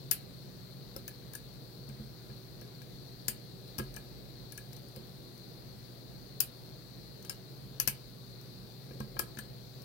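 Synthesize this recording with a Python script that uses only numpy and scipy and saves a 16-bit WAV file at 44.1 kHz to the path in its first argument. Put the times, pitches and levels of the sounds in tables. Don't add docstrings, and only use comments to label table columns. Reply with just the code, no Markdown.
import sys
import numpy as np
from scipy import signal
from scipy.fft import rfft, irfft
from scipy.io import wavfile
from scipy.ndimage import uniform_filter1d

SR = 44100
rng = np.random.default_rng(int(sys.argv[2]) if len(sys.argv) > 2 else 0)


def to_wav(s):
    ch = np.atleast_2d(s).T
    pcm = np.round(np.clip(ch, -1, 1) * 32767)
    wavfile.write(sys.argv[1], SR, pcm.astype(np.int16))


def how_loud(loudness_db):
    steps = np.asarray(loudness_db, float) / 20
    return 10 ** steps


N = 433944

# t/s, peak level/dB, low ring level/dB (relative), low ring f/Hz, strongest high ring f/Hz
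PIN_CLICKS = [(0.112, -12.5, -13, 5400, 12100), (0.9641, -33.5, -6.5, 5400, 14250),
              (1.0792, -31, -10, 6200, 15400), (1.335, -35.5, -18, 5970, 15100),
              (1.3517, -31, -11.5, 6240, 9500), (3.2818, -17, -11.5, 5480, 8800),
              (3.7829, -28, -5.5, 5180, 13880), (3.7862, -27.5, -10, 6070, 8580),
              (3.794, -31.5, -9, 5300, 11400), (3.9635, -33, -9, 6100, 8800),
              (4.522, -33.5, -13, 6110, 10400), (4.5766, -29.5, -9, 6110, 9700),
              (6.4034, -13, -11, 5200, 13600), (7.2485, -39, -9, 6100, 9410),
              (7.296, -24.5, -3.5, 5200, 9740), (7.8, -13, -6.5, 5990, 11800),
              (7.8755, -12.5, -9.5, 6070, 13300), (7.8779, -24.5, -20, 5600, 15400),
              (7.882, -21, -10.5, 5870, 13600), (9.0025, -35, -5.5, 5840, 8350),
              (9.191, -19.5, -7.5, 5000, 14000), (9.1928, -17, -10.5, 5660, 12500),
              (9.371, -49.5, 0, 6100, 8600), (9.388, -32, -11, 6200, 8600)]
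# t/s, peak level/dB
FAINT_CLICKS = [(1.5383, -55), (1.8902, -44), (2.6126, -43), (2.819, -43), (3.6785, -50), (3.8387, -48),
                (3.9413, -41.5), (4.73, -42), (4.765, -44), (4.885, -46), (4.961, -40), (5.3786, -48),
                (6.6582, -51), (7.226, -45), (8.4124, -45), (8.4594, -59), (8.8382, -53), (9.163, -55),
                (9.8194, -44.5)]
# f/Hz, level/dB, t60/s
LOCK_LOW_MODES = [(4950, -11, .01), (5400, -14, .01), (6550, -18, .01), (7280, -22, .02)]
LOCK_HIGH_MODES = [(7300, -10, .018), (7750, -6, .012), (8530, -9, .035), (10400, -5, .01),
                   (11500, -4, .015), (11750, -6, .02), (12150, -5, .012), (13600, -5, .025),
                   (15400, -6, .01)]
# f/Hz, level/dB
CRACK_SPECTRUM = [(500, -65), (1500, -68), (3000, -12.5), (4500, 4), (7000, 2), (9000, 1), (13000, 5.5),
                  (16000, 6.5)]
# t/s, peak level/dB, upper and lower rings level/dB (relative), strongest upper ring f/Hz
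JAW_KNOCKS = [(0.1153, -40.5, 0.5, -19, 3160), (0.964, -55, -2, 5, 2450), (1.0812, -46.5, -5.5, -12, 2400),
              (1.3527, -43.5, -13, -14, 2400), (3.2844, -36, -3.5, -24, 2300), (3.7858, -46, -5, 6, 2470),
              (3.798, -40.5, -6, 1, 2200), (3.945, -56, -7, -19, 2350), (3.9669, -42, -10, -9, 2400),
              (4.5251, -56, -2, -14, 2300), (4.58, -45.5, -7, -29, 2400), (6.4048, -56, 11, -15, 3140),
              (7.249, -58.5, 2, 3, 3100), (7.2989, -48.5, -2, 6, 2380), (7.8002, -41.5, -6, 0, 3150),
              (7.876, -35, -3, -9, 3120), (7.8835, -41, 2, -6, 2520), (9.0052, -48.5, -9, 6.5, 2300),
              (9.1672, -47, -8, 5, 2300), (9.194, -35, -4, 1, 2520), (9.3732, -41.5, -10, -14, 2390),
              (9.3894, -39, -9, -21, 3100)]
# t/s, peak level/dB
JAW_NUDGES = [(1.2231, -62), (1.337, -55), (1.896, -57.5), (1.994, -64), (2.2997, -59), (2.617, -56),
              (2.817, -56), (4.7294, -62.5), (4.7743, -62), (4.9624, -60), (8.9096, -56)]
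# f/Hz, level/dB, t60/s
JAW_UPPER_MODES = [(2050, -3, .012), (2350, -1, .015), (2600, -2, .012), (2850, -4, .01), (3080, -2, .015),
                   (3550, -3, .01)]
JAW_LOWER_MODES = [(880, -2, .02), (1080, 0, .02), (1290, -1, .025)]
# t/s, peak level/dB, upper modes level/dB, extra upper ring f/Hz
BENCH_THUDS = [(0.963, -38, 2.5, 544), (1.887, -28.5, -32, 300), (1.998, -26.5, -15, 300),
               (2.294, -36, -9, 450), (2.615, -34.5, -11, 520), (3.284, -32, -9, 396),
               (3.784, -22, -22, 487), (3.797, -23, -4, 367), (4.968, -30.5, -8.5, 514),
               (7.873, -29.5, -9, 560), (8.91, -34, -6, 510), (8.955, -40, -1, 302),
               (9.002, -23, -13.5, 447), (9.163, -36.5, -3, 700), (9.195, -34, 1, 550),
               (9.372, -28.5, -21, 300)]
# t/s, peak level/dB
BENCH_SWAYS = [
    (3.82, -42),
    (9.04, -49),
    (9.38, -57),
]
# f/Hz, level/dB, t60/s
BENCH_LOW_MODES = [(60, -25, 0.23), (81, -41, 0.45), (133.2, -3, 0.24), (213.4, -3.5, 0.23)]
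BENCH_HIGH_MODES = [(355, -4, 0.29), (383, -10, 0.39), (473, -6, 0.13), (531, 4, 0.069), (680, -10.5, 0.12),
                    (960, 6, 0.054)]
# f/Hz, level/dB
RIGHT_SHADOW = [(300, -4), (1600, -6), (3000, -44), (4500, -29), (6500, -44), (8500, -23), (12000, -25),
                (16000, -25)]
# f/Hz, t60/s
ROOM_T60 = [(300, 0.065), (1500, 0.37), (4000, 0.23), (9000, 0.19), (16000, 0.11)]
# f/Hz, level/dB
WALLS_LEFT_DB = [(1000, 2.5), (3000, 10.5), (5500, -4.5), (9000, 1.5), (15000, -6)]
WALLS_RIGHT_DB = [(1000, 3), (3000, 3.5), (4500, -17), (6500, -16), (9000, -3), (13000, -0.5), (16000, 3)]
# left level/dB, right level/dB, t60/s
CLUTTER = [(12.5, -11, 0.094)]
# left level/dB, right level/dB
ROOM_LEVELS = [(-4, 4.5)]
# f/Hz, rms level/dB, width/Hz, left lead/rad
HUM_LINES = [(119.2, -55.5, 1.1, 0.63), (239.7, -71, 0.68, 0.73), (380, -66.5, 3.5, 1),
             (485, -72, 12, 0.96)]
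FAN_MOANS = [(136.5, -55.5, 8.3, 0.9), (52.6, -62, 8.4, 2.25), (185.7, -66, 5.4, 0.38)]
# f/Hz, density/dB per Hz
AIR_RIGHT = [(20, -70), (48, -80), (80, -80), (106, -82), (170, -73), (260, -81.5), (400, -81.5),
             (700, -89), (900, -95.5), (2000, -100), (4000, -108), (6500, -114), (9000, -109),
             (15800, -103)]
# f/Hz, level/dB
LEFT_PORT_DB = [(60, -6), (200, -4), (500, -1.5), (2200, 1), (3000, 4), (3600, 14.5), (4250, 26),
                (4700, 22.5), (5200, 14.5), (6100, 15.5), (6600, 8.5), (7300, 9), (8200, 1), (12000, 0)]
# f/Hz, likeness/1
AIR_LIKENESS = [(40, 0.25), (130, 0.33), (300, 0.92), (640, 0.041), (1400, 0.035), (6500, 0.051),
                (8500, 0.9), (15000, 0.96)]

FAINT_LOW_HZ, FAINT_TOP_HZ = (4850, 6100), (8360, 15400)
FAINT_LOW_DB = -5.5
HIGH_RING_DB = -4
DEEP_HZ, FRONT_HZ = 5400, 6000
DEEP_BUILD_S, FRONT_BUILD_S, RATTLE_S = 0.0028, 0.001, 0.00098
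CREEP_FROM_DB, CREEP_FULL_DB = -26, -18
JAW_HZ, JAW_T60_S = 1696, 0.043
JAW_SAG_HZ_PER_DB, JAW_SAG_FROM_DB = 8.5, -4
NUDGE_UPPER_DB, NUDGE_LOWER_DB, NUDGE_TOP_HZ = -4.5, -1, 2350
JAW_TO_ROOM_DB = -10
PORT_DELAY_SAMPLES = 14


def rms_one(x):
    return x / np.sqrt(np.mean(x ** 2) + 1e-30)


def peak_one(x):
    return x / np.abs(x).max()


def read(points, hz):
    f, value = np.transpose(points)
    return np.interp(np.log(hz + 1), np.log(f + 1), value)


def add(mix, s, sound):
    part = mix[max(round(s * SR), 0):][:len(sound)]
    part += sound[:len(part)]


def colour(x, points):
    hz = np.abs(np.fft.fftfreq(4096, 1 / SR))
    log_gain = np.log(how_loud(read(points, hz)))
    phase = -signal.hilbert(log_gain).imag
    taps = np.fft.ifft(np.exp(log_gain + 1j * phase)).real[:2048]
    return signal.oaconvolve(x, taps)[:N]


def ring(modes, chance, spread_db, size):
    t = np.arange(size) / SR
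    hz, db, t60 = np.transpose(modes)[:, :, None]
    chance = chance[:len(modes), None]
    hz = hz * (1 + 0.004 * chance[::-1])
    envelope = how_loud(db + spread_db * chance - 60 * t / t60)
    return (envelope * np.sin(2 * np.pi * hz * t)).sum(0)


def flattened(contacts):
    z = rfft(contacts, 1024)
    return irfft(z / np.abs(z) ** 0.75)[:len(contacts)]


def click(row, chance, grit):
    s, peak_db, low_db, low_hz, top_hz = row
    depth = np.interp(low_hz, (DEEP_HZ, FRONT_HZ), (1, 0))
    creep = depth * np.interp(peak_db, (CREEP_FROM_DB, CREEP_FULL_DB), (0, 1))
    build_s = FRONT_BUILD_S + creep * (DEEP_BUILD_S - FRONT_BUILD_S)
    u = np.arange(len(grit)) / SR / build_s
    envelope = np.where(u < 1, u ** 0.28, np.exp(-(u - 1) * build_s / RATTLE_S))
    contacts = grit * np.abs(grit) * envelope
    contacts[np.argmax(u >= 1)] = 2.2
    contacts = flattened(contacts)
    high = ring(LOCK_HIGH_MODES + [(top_hz, 1, 0.014)], chance, 2, size=2048)
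    low = ring(LOCK_LOW_MODES + [(low_hz, 0, 0.006)], chance[14:], 2, size=2048)
    low = np.diff(low, prepend=0)
    high = np.diff(high, prepend=0)
    crack = colour(np.array([1.0]), CRACK_SPECTRUM)
    high, low, crack = (rms_one(signal.fftconvolve(contacts, body)) for body in (high, low, crack))
    bright = crack + how_loud(HIGH_RING_DB) * high
    sound = (bright + how_loud(low_db + 3.0) * low) / np.abs(bright).max()
    return s - 0.0006, how_loud(peak_db + 10.0) * sound


def faint_click(s, peak_db, where):
    low_hz = np.interp(where[0], (0, 1), FAINT_LOW_HZ)
    top_hz = np.interp(where[1], (0, 1), FAINT_TOP_HZ)
    return s, peak_db, FAINT_LOW_DB, low_hz, top_hz


def knock(row, chance, grit):
    s, peak_db, upper_db, lower_db, top_hz = row
    main_hz = JAW_HZ - JAW_SAG_HZ_PER_DB * max(lower_db - JAW_SAG_FROM_DB, 0)
    push = flattened(grit * np.exp(-np.arange(len(grit)) / SR / 0.0025))
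    main = ring([(main_hz, 0, JAW_T60_S)], chance, 0, size=3072)
    upper = ring(JAW_UPPER_MODES + [(top_hz, 1, 0.016)], chance, 2, size=3072)
    lower = ring(JAW_LOWER_MODES, chance[5:], 2, size=3072)
    main, upper, lower = (peak_one(signal.fftconvolve(push, body)) for body in (main, upper, lower))
    sound = main + how_loud(upper_db + 9.0) * upper + how_loud(lower_db + 4.5) * lower
    return s - 0.0003, how_loud(peak_db + 4.5) * sound


def thud(row, chance):
    s, peak_db, bright_db, top_hz = row
    push = signal.windows.hann(90)
    low = peak_one(ring(BENCH_LOW_MODES, chance, 2, size=9000))
    high = peak_one(ring(BENCH_HIGH_MODES + [(top_hz, 2, 0.07)], chance[4:], 2, size=9000))
    body = low + how_loud(bright_db + 14.5) * high
    return s, how_loud(peak_db - 7.0) * signal.fftconvolve(body, push / push.sum())


def sway(s, peak_db):
    t = np.arange(SR // 2) / SR
    envelope = how_loud(peak_db - 60 * t / 0.59) * np.minimum(t / 0.034, 1)
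    return s, envelope * np.sin(2 * np.pi * 43.0 * t)


def room(x):
    out = np.zeros((2, N))
    turn = np.arange(N) / SR * 1.3
    left_db, right_db, clutter_t60_s = CLUTTER[0]
    clutter_db = np.reshape([left_db, right_db], (2, 1, 1))
    for k in range(3):
        taps = np.zeros((2, 9000))
        at = np.arange(60, 8980, 12) + rng.integers(0, 12, (2, 744))
        np.put_along_axis(taps, at, rng.choice([-1., 1.], at.shape), 1)
        hz, t, z = signal.stft(taps, SR, nperseg=128)
        far = how_loud(-60 * t / read(ROOM_T60, hz)[:, None])
        near = how_loud(clutter_db - 60 * t / clutter_t60_s)
        tail = signal.istft(z * (far + near), SR, nperseg=128)[1]
        tail = tail / np.linalg.norm(tail[0])
        share = np.sqrt(2 / 3) * np.cos(2 * np.pi * (turn + k / 3))
        out += signal.fftconvolve((x * share)[None], tail, axes=1)[:, :N]
    return out * how_loud(ROOM_LEVELS).T


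def moan(hz, db, width_hz, lead_rad, steady):
    r = np.exp(-np.pi * width_hz / SR)
    noise = rng.standard_normal((2, N + SR))
    wander = rms_one(signal.lfilter([1], [1, -2 * r, r * r], noise)[:, SR:])
    carrier = np.exp(2j * np.pi * (hz * np.arange(N) / SR + rng.random()))
    line = carrier * (steady + wander[0] + 1j * wander[1])
    return how_loud(db) * rms_one(np.array([line, line * np.exp(-1j * lead_rad)]).real)


def air():
    frames, hz = N // 512 + 5, np.fft.rfftfreq(2048, 1 / SR)
    a, b, c, d, patches = rng.standard_normal((frames, 1025, 5)).T
    patches = rms_one(uniform_filter1d(uniform_filter1d(patches, 20, 0), 8, 1))
    same = np.clip(read(AIR_LIKENESS, hz), -1, 1)[:, None]
    right = a + 1j * b
    left = same * right + np.sqrt(1 - same ** 2) * (c + 1j * d)
    z = np.array([left * how_loud(read(LEFT_PORT_DB, hz))[:, None], right])
    z *= how_loud(read(AIR_RIGHT, hz)[:, None] + 1.15 * patches + 15.0)
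    return signal.istft(z, nperseg=2048, noverlap=1536)[1][:, :N]


def scene():
    clicks, knocks, thuds = np.zeros((3, N))

    touches = rng.random((len(FAINT_CLICKS), 2))
    rows = PIN_CLICKS + [faint_click(*row, where) for row, where in zip(FAINT_CLICKS, touches)]
    chances, grits = rng.standard_normal((len(rows), 21)), rng.standard_normal((len(rows), 500))
    for row, chance, grit in zip(rows, chances, grits):
        add(clicks, *click(row, chance, grit))

    rows = JAW_KNOCKS + [(*row, NUDGE_UPPER_DB, NUDGE_LOWER_DB, NUDGE_TOP_HZ) for row in JAW_NUDGES]
    chances, grits = rng.standard_normal((len(rows), 8)), rng.standard_normal((len(rows), 300))
    for row, chance, grit in zip(rows, chances, grits):
        add(knocks, *knock(row, chance, grit))

    for row, chance in zip(BENCH_THUDS, rng.standard_normal((len(BENCH_THUDS), 11))):
        add(thuds, *thud(row, chance))
    for row in BENCH_SWAYS:
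        add(thuds, *sway(*row))

    left = clicks + knocks
    right = np.roll(colour(left, RIGHT_SHADOW), PORT_DELAY_SAMPLES)
    wet = room(clicks + how_loud(JAW_TO_ROOM_DB) * knocks)
    wet = np.array([colour(wet[0], WALLS_LEFT_DB), colour(wet[1], WALLS_RIGHT_DB)])
    thuds = np.array([thuds, np.roll(thuds, PORT_DELAY_SAMPLES)]) * how_loud([[-1.5], [1.5]])
    hum = sum(moan(*line, steady=7.7) for line in HUM_LINES)
    drone = sum(moan(*line, steady=0.32) for line in FAN_MOANS)
    return np.array([left, right]) + wet + thuds + (hum + drone) * how_loud([[0.5], [-0.5]]) + air()


def band_limit(x):
    return signal.sosfilt(signal.butter(12, 16860, fs=SR, output="sos"), x)


def record(dry):
    bass_cut = signal.butter(6, 39, "high", fs=SR, output="sos")
    top_edge = signal.firwin(301, 15950, window=("kaiser", 5), fs=SR)
    mix = signal.sosfilt(bass_cut, dry)
    mix = signal.oaconvolve(mix, top_edge[None], "same")
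    return band_limit(mix)


dry = scene()
out = record(dry)
to_wav(out)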